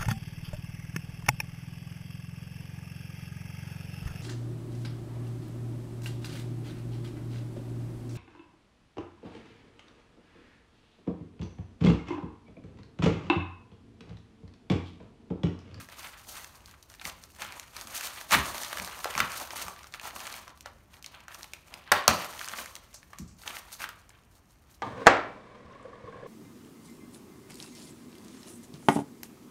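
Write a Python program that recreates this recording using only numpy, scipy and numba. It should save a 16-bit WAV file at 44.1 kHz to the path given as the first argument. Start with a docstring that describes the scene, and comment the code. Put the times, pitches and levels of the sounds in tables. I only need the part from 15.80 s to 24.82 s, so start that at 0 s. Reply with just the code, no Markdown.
"""A soft bump and a rush of rubbing and crinkling come first, over a low hum in a small workshop.
Gloved hands cut tape and prise a stiff foam slab out of a cardboard box, a metre from a phone.
Foam creaks and tape crinkles as many tiny rings; glued spots let go with cracks that ring the slab.
Bumps are bursts of low noise that ring the box, and brushes are narrow hisses.
The room adds a short tail of fading noise."""
import sys
import numpy as np
from scipy import signal
from scipy.fft import rfft, irfft
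from scipy.io import wavfile
from scipy.ndimage import uniform_filter1d
from numba import njit

SR = 44100
rng = np.random.default_rng(int(sys.argv[2]) if len(sys.argv) > 2 else 0)


def attenuation_scalar(level_db):
    """Turn a level in dB into a linear amplitude multiplier (20 dB per decade)."""
    decades = np.asarray(level_db, float) / 20
    return 10 ** decades


def to_wav(s):
    """Save 16-bit WAV."""
    ch = np.atleast_2d(s).T  # columns
    pcm = np.round(np.clip(ch, -1, 1) * 32767)  # PCM
    wavfile.write(sys.argv[1], SR, pcm.astype(np.int16))


N = 397782  # length in samples, about 9 s


def level(x, db):
    """Scale a sound to an rms level in dB."""
    return x * attenuation_scalar(db) / np.sqrt(np.mean(x ** 2))


def colour(x, points):
    """Filter through (f/Hz, level/dB) points without any sound ahead of time, from the folded cepstrum."""
    hz, db = np.transpose(points)
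    size = 4096
    log_hz = np.log(np.fft.rfftfreq(size, 1 / SR) + 1)
    gain = np.interp(log_hz, np.log(hz), db) * np.log(10) / 20
    cepstrum = irfft(gain)
    cepstrum[1:size // 2] *= 2
    cepstrum[size // 2 + 1:] = 0
    response = irfft(np.exp(rfft(cepstrum)))
    return signal.fftconvolve(x, response)[:len(x)]


@njit
def rings(start, hz, cycles, size):
    """Fading rings, each dying by 1/e in its number of cycles."""
    out = np.zeros(N)
    for k in range(len(start)):
        turn = np.exp((2j * np.pi - 1 / cycles[k]) * hz[k] / SR)
        z = size[k] + 0j
        end = min(N, start[k] + int(6 * cycles[k] * SR / hz[k]))
        for i in range(start[k], end):
            z *= turn
            out[i] += z.imag
    return out


def modes(x, table):
    """A solid body answers with fading tones, listed as (f/Hz, level/dB, t60/s)."""
    t = np.arange(SR // 2) / SR
    ring = sum(attenuation_scalar(db) * np.sin(2 * np.pi * hz * t) * 1000. 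** (-t / t60) for hz, db, t60 in table)
    return signal.fftconvolve(x, ring / np.abs(ring).max())[:N]


def walk(rate):
    """Random levels held 1 / rate seconds, with sloping steps; spread near 1."""
    k = int(SR / rate)
    held = np.repeat(rng.standard_normal(N // k + 1), k)
    return uniform_filter1d(held, k // 2)[:N]


def grains(count, low_hz, high_hz, cycles, spread_db, most_db):
    """Tiny slips at random moments, mostly small, a few larger, each with its own pitch."""
    u = rng.random((count, 4))
    hz = low_hz * (high_hz / low_hz) ** u[:, 1]
    size_db = np.minimum(-spread_db * np.log(1 - u[:, 2]), most_db)
    size = attenuation_scalar(size_db) * np.sign(u[:, 3] - .5) * hz / low_hz
    return rings((u[:, 0] * N).astype(np.int64), hz, np.full(count, cycles), size)


def rustle(db, points, slips, hiss_db, surge_db):
    """Slips over finer, denser ones (white noise), in quick uneven surges."""
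    white = level(slips, 0) + attenuation_scalar(hiss_db) * rng.standard_normal(N)
    return level(colour(white, points) * attenuation_scalar(surge_db), 0) * attenuation_scalar(db)


def swells(start, rise, hold, fade, db, rest_db):
    """Level in dB of movements that rise, hold and fade (seconds per 20 dB); their powers add."""
    step = .002  # s, also the shortest fade
    t = np.arange(0, N / SR + step, step)[:, None]
    rising = np.maximum(start - t, 0) / rise
    fading = np.maximum(t - start - np.abs(hold), 0) / np.maximum(fade, step)
    movement_db = db - 20 * np.minimum(rising + fading, 10)
    power = attenuation_scalar(2 * rest_db) + attenuation_scalar(2 * movement_db).sum(axis=1)
    return np.interp(np.arange(N) / SR, t[:, 0], 10 * np.log10(power))


# hands rubbing, dragging and bending the slab:
# (t/s, hold/s, fade/s per 20 dB, foam on card level/dB, tape and glove crinkle level/dB)
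# a fade of zero or less is a near-instant stop
STROKES = [(0, 0.002, 0.08, -53, -47), (0.093, 0.048, 0.63, -58, -59), (0.189, 0.062, 0.14, -51, -50),
           (0.375, 0.012, 0.24, -63, -58), (0.475, 0.15, 0.12, -53.5, -50),
           (0.698, 0.055, 0.2, -60.5, -62.5), (0.873, 0, 0.26, -64.5, -61), (1.098, 0.014, 0.1, -62, -59.5),
           (1.211, 0.022, 0, -54, -55), (1.245, 0.051, 0.05, -49.5, -47.5), (1.367, 0.096, 0, -66.5, -62.5),
           (1.492, 0.029, -0.1, -67, -60), (1.542, 0.018, 0.3, -61, -57),
           (1.596, 0.046, 0.11, -46.5, -48.5), (1.733, 0, 0.15, -48.5, -54), (1.76, 0.013, 0.4, -61, -55),
           (1.949, 0.038, 0.64, -52.5, -51), (2.08, 0, 0.14, -49, -48.5), (2.148, 0.1, 0.21, -46, -40),
           (2.336, 0.081, 0.55, -51.5, -52.5), (2.49, 0.11, 1.05, -47, -45.5),
           (2.522, 0.017, 0.07, -26.5, -26), (2.65, 0, 0.15, -41, -42), (2.747, 0.028, 0.27, -42.5, -40),
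           (2.917, 0.11, 0.33, -44, -45), (3.174, .025, 0.4, -50, -48), (3.293, 0.1, 0.3, -46, -46.5),
           (3.505, 0.043, -0.15, -49.5, -49), (3.558, 0.057, 0.1, -43, -40.5),
           (3.719, 0.082, 0.07, -49, -47), (3.761, 0.035, 0.22, -41, -41), (3.98, .08, .1, -64, -71),
           (4.143, 0.016, 0, -48, -57), (4.19, 0, .05, -56, -66), (4.243, 0.024, .075, -42.5, -43.5),
           (4.348, 0.22, 0.11, -48.5, -49), (4.67, 0.033, 0.04, -57, -78),
           (4.865, 0.0044, -0.07, -59.5, -77), (5.121, .075, -0.06, -57.5, -63),
           (5.31, 0.043, -0.6, -62, -66), (5.341, 0, 0.2, -52.5, -67), (5.519, 0.0034, 0.28, -56, -52.5),
           (5.591, 0.043, 0, -56, -58), (5.87, 0.042, -0.5, -59.5, -61), (5.927, 0.028, .15, -50, -60),
           (6.075, 0.016, .04, -54, -74.5), (6.328, 0.05, 0.2755, -40, -43.5), (6.5, 0.14, 0.3, -53, -50),
           (6.69, 0.029, 0.23, -47, -49), (6.776, 0.011, 0.1346, -42.5, -41.5),
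           (7.087, 0.0058, 0.7, -72, -67), (7.024, 0, 0.18, -63.5, -65), (7.335, 0.0012, 0.15, -62, -77),
           (7.592, 0.035, 0.23, -63.5, -55), (7.664, 0.011, 0.12, -42, -44.5),
           (7.74, 0.033, 0.09, -53, -47.5), (7.854, 0.027, .1, -57, -59), (7.931, 0, 0.0552, -53, -39.5),
           (8, 0.022, 0.07, -47.5, -45.5), (8.1, 0.00066, 0.22, -59.5, -63),
           (8.52, 0.064, -0.3, -71.5, -66), (8.702, .02, -0.15, -75, -65), (8.903, 0.047, .05, -77.5, -66)]


def movement():
    """Rubbing and crinkling levels in dB: the strokes of the hands and the settling after each crack."""
    s, hold, fade, rub_db, crinkle_db = np.transpose(STROKES)
    at, db, _, snap_db = np.transpose(CRACKS)
    rise_s, settle_rise_s = .022, .004  # s per 20 dB
    rest_rub_db, rest_crinkle_db = -76, -73.5  # hands resting on the slab
    # weaker cracks leave a quieter and shorter settling of foam and tape
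    settle_rub_db = -25 + 0.86 * db
    settle_crinkle_db = -38.5 + .55 * (db + snap_db)
    settle_fade = 0.12 * attenuation_scalar(0.33 * db)
    start = np.r_[s, at + settle_rise_s]
    rise = np.r_[rise_s + 0 * s, settle_rise_s + 0 * at]
    shape = (start, rise, np.r_[hold, 0 * at], np.r_[fade, settle_fade])
    rub = swells(*shape, np.r_[rub_db, settle_rub_db], rest_rub_db)
    crinkle = swells(*shape, np.r_[crinkle_db, settle_crinkle_db], rest_crinkle_db)
    return rub, crinkle


# tones of the foam slab: (f/Hz, relative level/dB, t60/s)
SLAB_TONES = [(600, -9, 0.077), (854, -5, 0.083), (1120, -13, 0.14), (1120, -1.5, .22), (1160, -6.5, .2),
              (1357, -2.5, 0.15), (1610, -1.5, .1), (1730, -2.5, 0.12), (2200, -8, .08), (2690, -8, .08),
              (3300, -11, .06)]


def slab(x):
    """The stiff slab rings in its own tones when shaken."""
    return modes(x, SLAB_TONES)


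# tones of the cardboard box: (f/Hz, relative level/dB, t60/s)
BOX_TONES = [(66, -19.5, .12), (96, -6, 0.15), (128, -6.5, 0.051), (179, -1, 0.11), (220, 2.5, 0.048),
             (274, -1, 0.024), (382, -4, 0.029)]


def box(x):
    """The box walls boom in their own low tones when pushed."""
    return modes(x, BOX_TONES)


# tone balance of foam rubbing on card: (f/Hz, relative level/dB per Hz)
RUB = [(150, -26), (300, -9.5), (450, -7.5), (600, -6), (1100, -4), (1800, -5), (3000, -6.5), (5000, -16.5),
       (9000, -40)]
# tone balance of crinkling tape: (f/Hz, relative level/dB per Hz)
CRINKLE = [(1500, -26), (2800, -12.5), (4400, -2.5), (5000, -6), (6500, -1.5), (7900, -6.5), (8700, -1.5),
           (10500, -7.5), (12000, -3.5), (15000, -7.5)]


def handling():
    """One hand movement makes foam creak in the middle range and tape crinkle in the treble."""
    rub_db, crinkle_db = movement()
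    creaks = grains(count=16000, low_hz=495.0, high_hz=4920.0, cycles=1.3, spread_db=2.0, most_db=13)
    ticks = grains(count=25000, low_hz=2500., high_hz=16000.0, cycles=0.97, spread_db=2.5, most_db=16.0)
    surge = walk(70)  # shared by foam and tape
    rub = rustle(rub_db, RUB, creaks, -0.5, 2.5 * surge + 0.96 * walk(60))
    crinkle = rustle(crinkle_db, CRINKLE, ticks, -1.3, 1.6 * surge + 2.5 * walk(60))
    # the contact patch changes, so the creak wanders between dull and bright
    dull = signal.sosfilt(signal.butter(2, 1300., fs=SR, output="sos"), rub)
    lean_db = 2.43 * walk(18)
    rub = dull * attenuation_scalar(-lean_db) + (rub - dull) * attenuation_scalar(lean_db)
    # the rubbing also sets the slab and the box walls ringing
    return rub + attenuation_scalar(-49) * slab(rub) + attenuation_scalar(-30) * box(rub) + crinkle


# slab and box bumping: (t/s, push level/dB before the box rings, hardness of contact as top f/Hz)
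THUDS = [(0.0, -40, 298), (1.247, -42.5, 520), (1.64, -48, 520), (2.04, -44.5, 380), (2.52, -23.5, 600),
         (2.54, -23.5, 380), (2.568, -25.5, 298), (2.987, -36.5, 300), (3.352, -34, 380), (3.4, -30.5, 380),
         (3.839, -41.5, 218), (6.116, -34.5, 380), (6.276, -21, 380), (7.387, -31.5, 301),
         (7.408, -31, 200), (7.5, -43.5, 200)]


def thuds():
    """Uneven pushes that swell and die away, duller the softer the contact, ring the box."""
    push = np.zeros(N + SR)
    t = np.arange(SR // 5) / SR
    swell = (1 - np.exp(-t / 0.0096)) * np.exp(-1000 * t / 27.3)  # grows over 9.6 ms, dies over 27.3 ms
    for s, db, hz in THUDS:
        shove = rng.standard_normal(len(t)) * swell
        shove = signal.sosfilt(signal.butter(2, (65., hz), "bandpass", fs=SR, output="sos"), shove)
        size = np.sqrt(np.sum(shove ** 2) * 0.35 * SR / hz)
        first = int(s * SR)
        push[first:first + len(t)] += attenuation_scalar(db) * shove / size
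    return box(push[:N])


# tone balance of rumble and hiss: (f/Hz, relative level/dB per Hz)
HUM = [(15, -35), (25, -1.5), (76, 5.5), (130, -2), (344, -9), (451, -12.5), (1070, -14.5), (3250, -24),
       (3620, -43), (5730, -26), (7710, -40), (12200, -35.5), (16000, -37)]


def hum():
    """Workshop rumble and microphone hiss: coloured noise whose level drifts slowly."""
    noise = colour(rng.standard_normal(N), HUM)
    return level(noise * attenuation_scalar(1.0 * walk(4.0)), -63.5)


# the room's fading: (f/Hz, t60/s, level/dB)
ROOM = [(152, 0.56, -11), (505, .42, -1.5), (800, .45, -6), (1130, 0.51, -2.5), (1620, .42, -8),
        (3600, 0.46, -8), (9200, 0.15, -11)]


def room(x):
    """Dense reflections build up over a few ms, then fade at a different pace in each band."""
    t = np.arange(SR) / SR
    hz = [row[0] for row in ROOM]
    noise = rfft(rng.standard_normal(SR))
    # position of each frequency among the table's rows, so that neighbouring bands blend
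    place = np.interp(np.log(np.arange(len(noise)) + 1), np.log(hz), np.arange(len(hz)))
    tail = 0
    for k, (_, t60, db) in enumerate(ROOM):
        band = irfft(noise * np.maximum(1 - np.abs(place - k), 0))
        fading = band * 1000. ** (-t / t60)
        tail = tail + attenuation_scalar(db) * fading / np.sqrt(t60 * SR / 2 / np.log(1000))
    build_up = 1 - np.exp(-(t / 0.0039) ** 2)
    return signal.fftconvolve(x, tail * build_up)[:N]


def strays(count):
    """Small cracks at random moments, stronger where the handling around them is stronger."""
    rub_db, crinkle_db = movement()
    u = rng.random((count, 3))
    at = (u[:, 0] * (N - SR // 10)).astype(int)
    db = rub_db[at] + 7 + 9 * u[:, 1] ** 2  # 7 to 16 dB over the rubbing
    return np.c_[at / SR, db, 1000 * 4 ** u[:, 2], crinkle_db[at] - rub_db[at]]


def splinter(s, db, hz, ms, count, fade_db, octaves, cycles):
    """Each break is one sharp slip followed by weaker ones, mostly higher in pitch."""
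    u = rng.random((len(s), 3, count))
    later = np.arange(count) > 0
    late = u[:, 0] ** 1.5 * later
    size = attenuation_scalar(db[:, None] - fade_db * late - 2.2 * later) * np.sign(u[:, 1] - .5)
    pitch = hz[:, None] * 2 ** (octaves * (u[:, 2] - .3) * later)
    pitch = np.minimum(pitch, .4 * SR)
    start = ((s[:, None] + late * np.abs(ms[:, None]) / 1000) * SR).astype(np.int64)
    return rings(start.ravel(), pitch.ravel(), np.full(start.size, cycles), size.ravel())


# glue and tape letting go:
# (t/s, knock level/dB before filtering, knock f/Hz, bright snap level/dB over the knock)
CRACKS = [(.088, -39.5, 1970, -1), (.645, -37.5, 2150, 8), (.859, -49, 3140, 11), (.876, -53, 3000, 8),
          (.912, -50, 3550, 8), (.939, -45.5, 1310, -10), (1.027, -49.5, 2500, 13), (1.1, -49, 1450, 10),
          (1.118, -50, 1500, 3), (1.14, -46, 1770, 4), (1.149, -46, 2130, 0), (1.197, -38.5, 2670, -11),
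          (1.214, -32, 2500, -2), (1.253, -26.5, 2090, .5), (1.298, -31.5, 3020, 0),
          (1.438, -51.5, 3920, 17.5), (1.502, -50, 2630, 1), (1.62, -23, 2500, -5.5),
          (1.649, -33, 1420, -18), (1.723, -37, 2450, 4), (1.797, -36, 2550, 9.5), (1.966, -34, 1330, 8.5),
          (2.012, -38.5, 1380, 11), (2.072, -36.5, 1540, 7), (2.412, -35.5, 1640, 5.5),
          (2.509, -25.5, 992, 3.5), (2.52, -20.5, 2185, 6.5), (2.528, -15, 2260, 3.5),
          (2.542, -16, 3600, 2), (2.763, -36, 1020, -5), (2.834, -29, 2130, 4), (2.847, -25, 3950, -6),
          (2.929, -22.5, 1720, -1), (2.972, -29.5, 1630, 1), (3.025, -38, 1410, 7),
          (3.047, -33.5, 3860, 10), (3.084, -33, 1620, -8), (3.203, -35.5, 2740, -3),
          (3.244, -23, 1340, 2.5), (3.256, -22.5, 765, -12), (3.352, -23.5, 1050, -4),
          (3.378, -16, 1240, -1.5), (3.392, -26, 1320, 4), (3.403, -12, 1340, -0.5),
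          (3.519, -38.5, 1120, 11.5), (3.706, -25.5, 2370, -19), (3.734, -33, 920, -2),
          (3.759, -31.5, 1160, 4), (3.865, -36, 1240, 1), (3.882, -29, 1190, 1), (4.032, -43.5, 1520, 5),
          (4.043, -40, 1330, -2), (4.07, -51.5, 1490, 14), (4.124, -51, 2600, 12), (4.139, -28.5, 1970, -6),
          (4.197, -31, 1550, -6.5), (4.214, -40, 1190, 5), (4.363, -38, 1030, -2), (4.404, -30.5, 2480, -4),
          (4.469, -36, 1590, 11), (4.526, -37.5, 1080, 8.5), (4.679, -40, 1050, 2.5),
          (4.775, -55.5, 1310, 12), (4.808, -46.5, 2300, 14.5), (4.859, -33, 800, 1),
          (5.226, -50, 2710, 13), (5.244, -34, 3160, .5), (5.262, -32, 3980, 0), (5.404, -44, 2690, -16),
          (5.482, -35, 1450, 0), (5.546, -38, 2800, 5.5), (5.631, -36, 4010, 5.5), (5.643, -34.5, 2500, 0),
          (5.735, -27.5, 3200, -1.5), (5.94, -30, 2423, -2), (6.076, -36.5, 1880, -39.5),
          (6.118, -3.5, 1410, -4.5), (6.121, -7.5, 2200, 0.5), (6.125, -15.5, 774, -20),
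          (6.279, -5, 1076, 7), (6.284, -15, 1120, -15), (6.445, -30.5, 1080, 3.5), (6.533, -35, 1160, -14),
          (6.593, -27.5, 3030, -4), (6.613, -31.5, 1660, -4), (6.645, -33.5, 2550, 5.5),
          (6.677, -31, 1380, -2), (6.686, -34, 3350, 9), (6.736, -29.5, 1600, -12), (6.859, -32, 1520, 2.5),
          (6.954, -39, 3980, 11.5), (6.964, -37, 2110, 3), (7.13, -48, 3260, -5), (7.144, -50, 722, 15.5),
          (7.23, -44.5, 2120, -4), (7.304, -53, 1250, 2), (7.332, -37, 1120, -5), (7.386, -45, 2350, 15),
          (7.635, -42, 1660, -5), (7.677, -22, 3080, -6), (7.768, -29.5, 2120, -9),
          (8.018, -27.5, 1420, -2), (8.041, -25, 1560, -14), (8.09, -31, 1400, 3), (8.293, -53, 1020, 16.5),
          (8.304, -46, 2200, -6)]
# a small break sends out no bass: (f/Hz, level/dB)
FOAM_EDGE = [(100, -38.5), (400, -7), (700, -4.5), (2000, 0), (5000, 1), (16000, 2)]


def cracks():
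    """A knock that rings the slab and a bright snap of the tape film; big breaks last longer."""
    s, db, hz, snap_db = np.r_[CRACKS, strays(count=260)].T
    # knocks under 1700 Hz drive the slab harder, by 14 dB per octave
    drive_db = -42 + 14 * np.maximum(np.log2(1700 / hz), 0)
    ms = 4.5 * attenuation_scalar(.08 * db)
    snap_hz = np.full(len(s), 6000.)
    knock = splinter(s, db, hz, ms, count=7, fade_db=9, octaves=2.01, cycles=1.94)
    snap = splinter(s, db + snap_db, snap_hz, ms, count=10, fade_db=9.5, octaves=1.8, cycles=1.41)
    shake = splinter(s, db + drive_db, hz, ms, count=3, fade_db=4, octaves=0.6, cycles=0.78)
    return colour(knock + slab(shake) + snap, FOAM_EDGE)


# short high hisses, perhaps the blade on tape: (t/s, level/dB, fade/s per 20 dB)
# a fade of zero or less is a near-instant stop
BRUSHES = [(4.828, -56, -0.37), (7.143, -45.5, 0.06), (7.388, -52.5, .08), (7.478, -58, 0.1),
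           (7.569, -58, 0)]
# their tone balance: (f/Hz, relative level/dB per Hz)
BRUSH = [(2500, -30), (4500, -7), (6300, 0), (8000, -5), (12000, -25)]


def brushes():
    """Sudden hisses in a narrow high band: filtered noise that rises fast, then fades or stops."""
    s, db, fade = np.transpose(BRUSHES)
    hiss = level(colour(rng.standard_normal(N), BRUSH), 0)
    return hiss * attenuation_scalar(swells(s, rise=.004, hold=0, fade=fade, db=db, rest_db=-93.5))


def scene():
    """Everything at the box, its echo and the hum."""
    near = handling() + cracks() + brushes() + thuds()
    return (near + room(near) + hum())[None]


# how the phone's microphone hears: (f/Hz, level/dB)
MIC = [(10, -29), (45, 5), (15600, 0), (16200, -28.5), (20000, -59)]


def microphone(x):
    """The phone rounds off the loudest cracks and drops the deepest bass and the top."""
    rounded = np.tanh(1.101 * x) / 1.203
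    return colour(rounded, MIC)


def top_cut(x):
    """Nothing passes above the cut-off."""
    return signal.sosfilt(signal.butter(12, 16950, fs=SR, output="sos"), x)


def record(dry):
    """The scene as the phone takes it down."""
    mix = microphone(dry[0])[None]
    return top_cut(mix)


dry = scene()
out = record(dry)
to_wav(out)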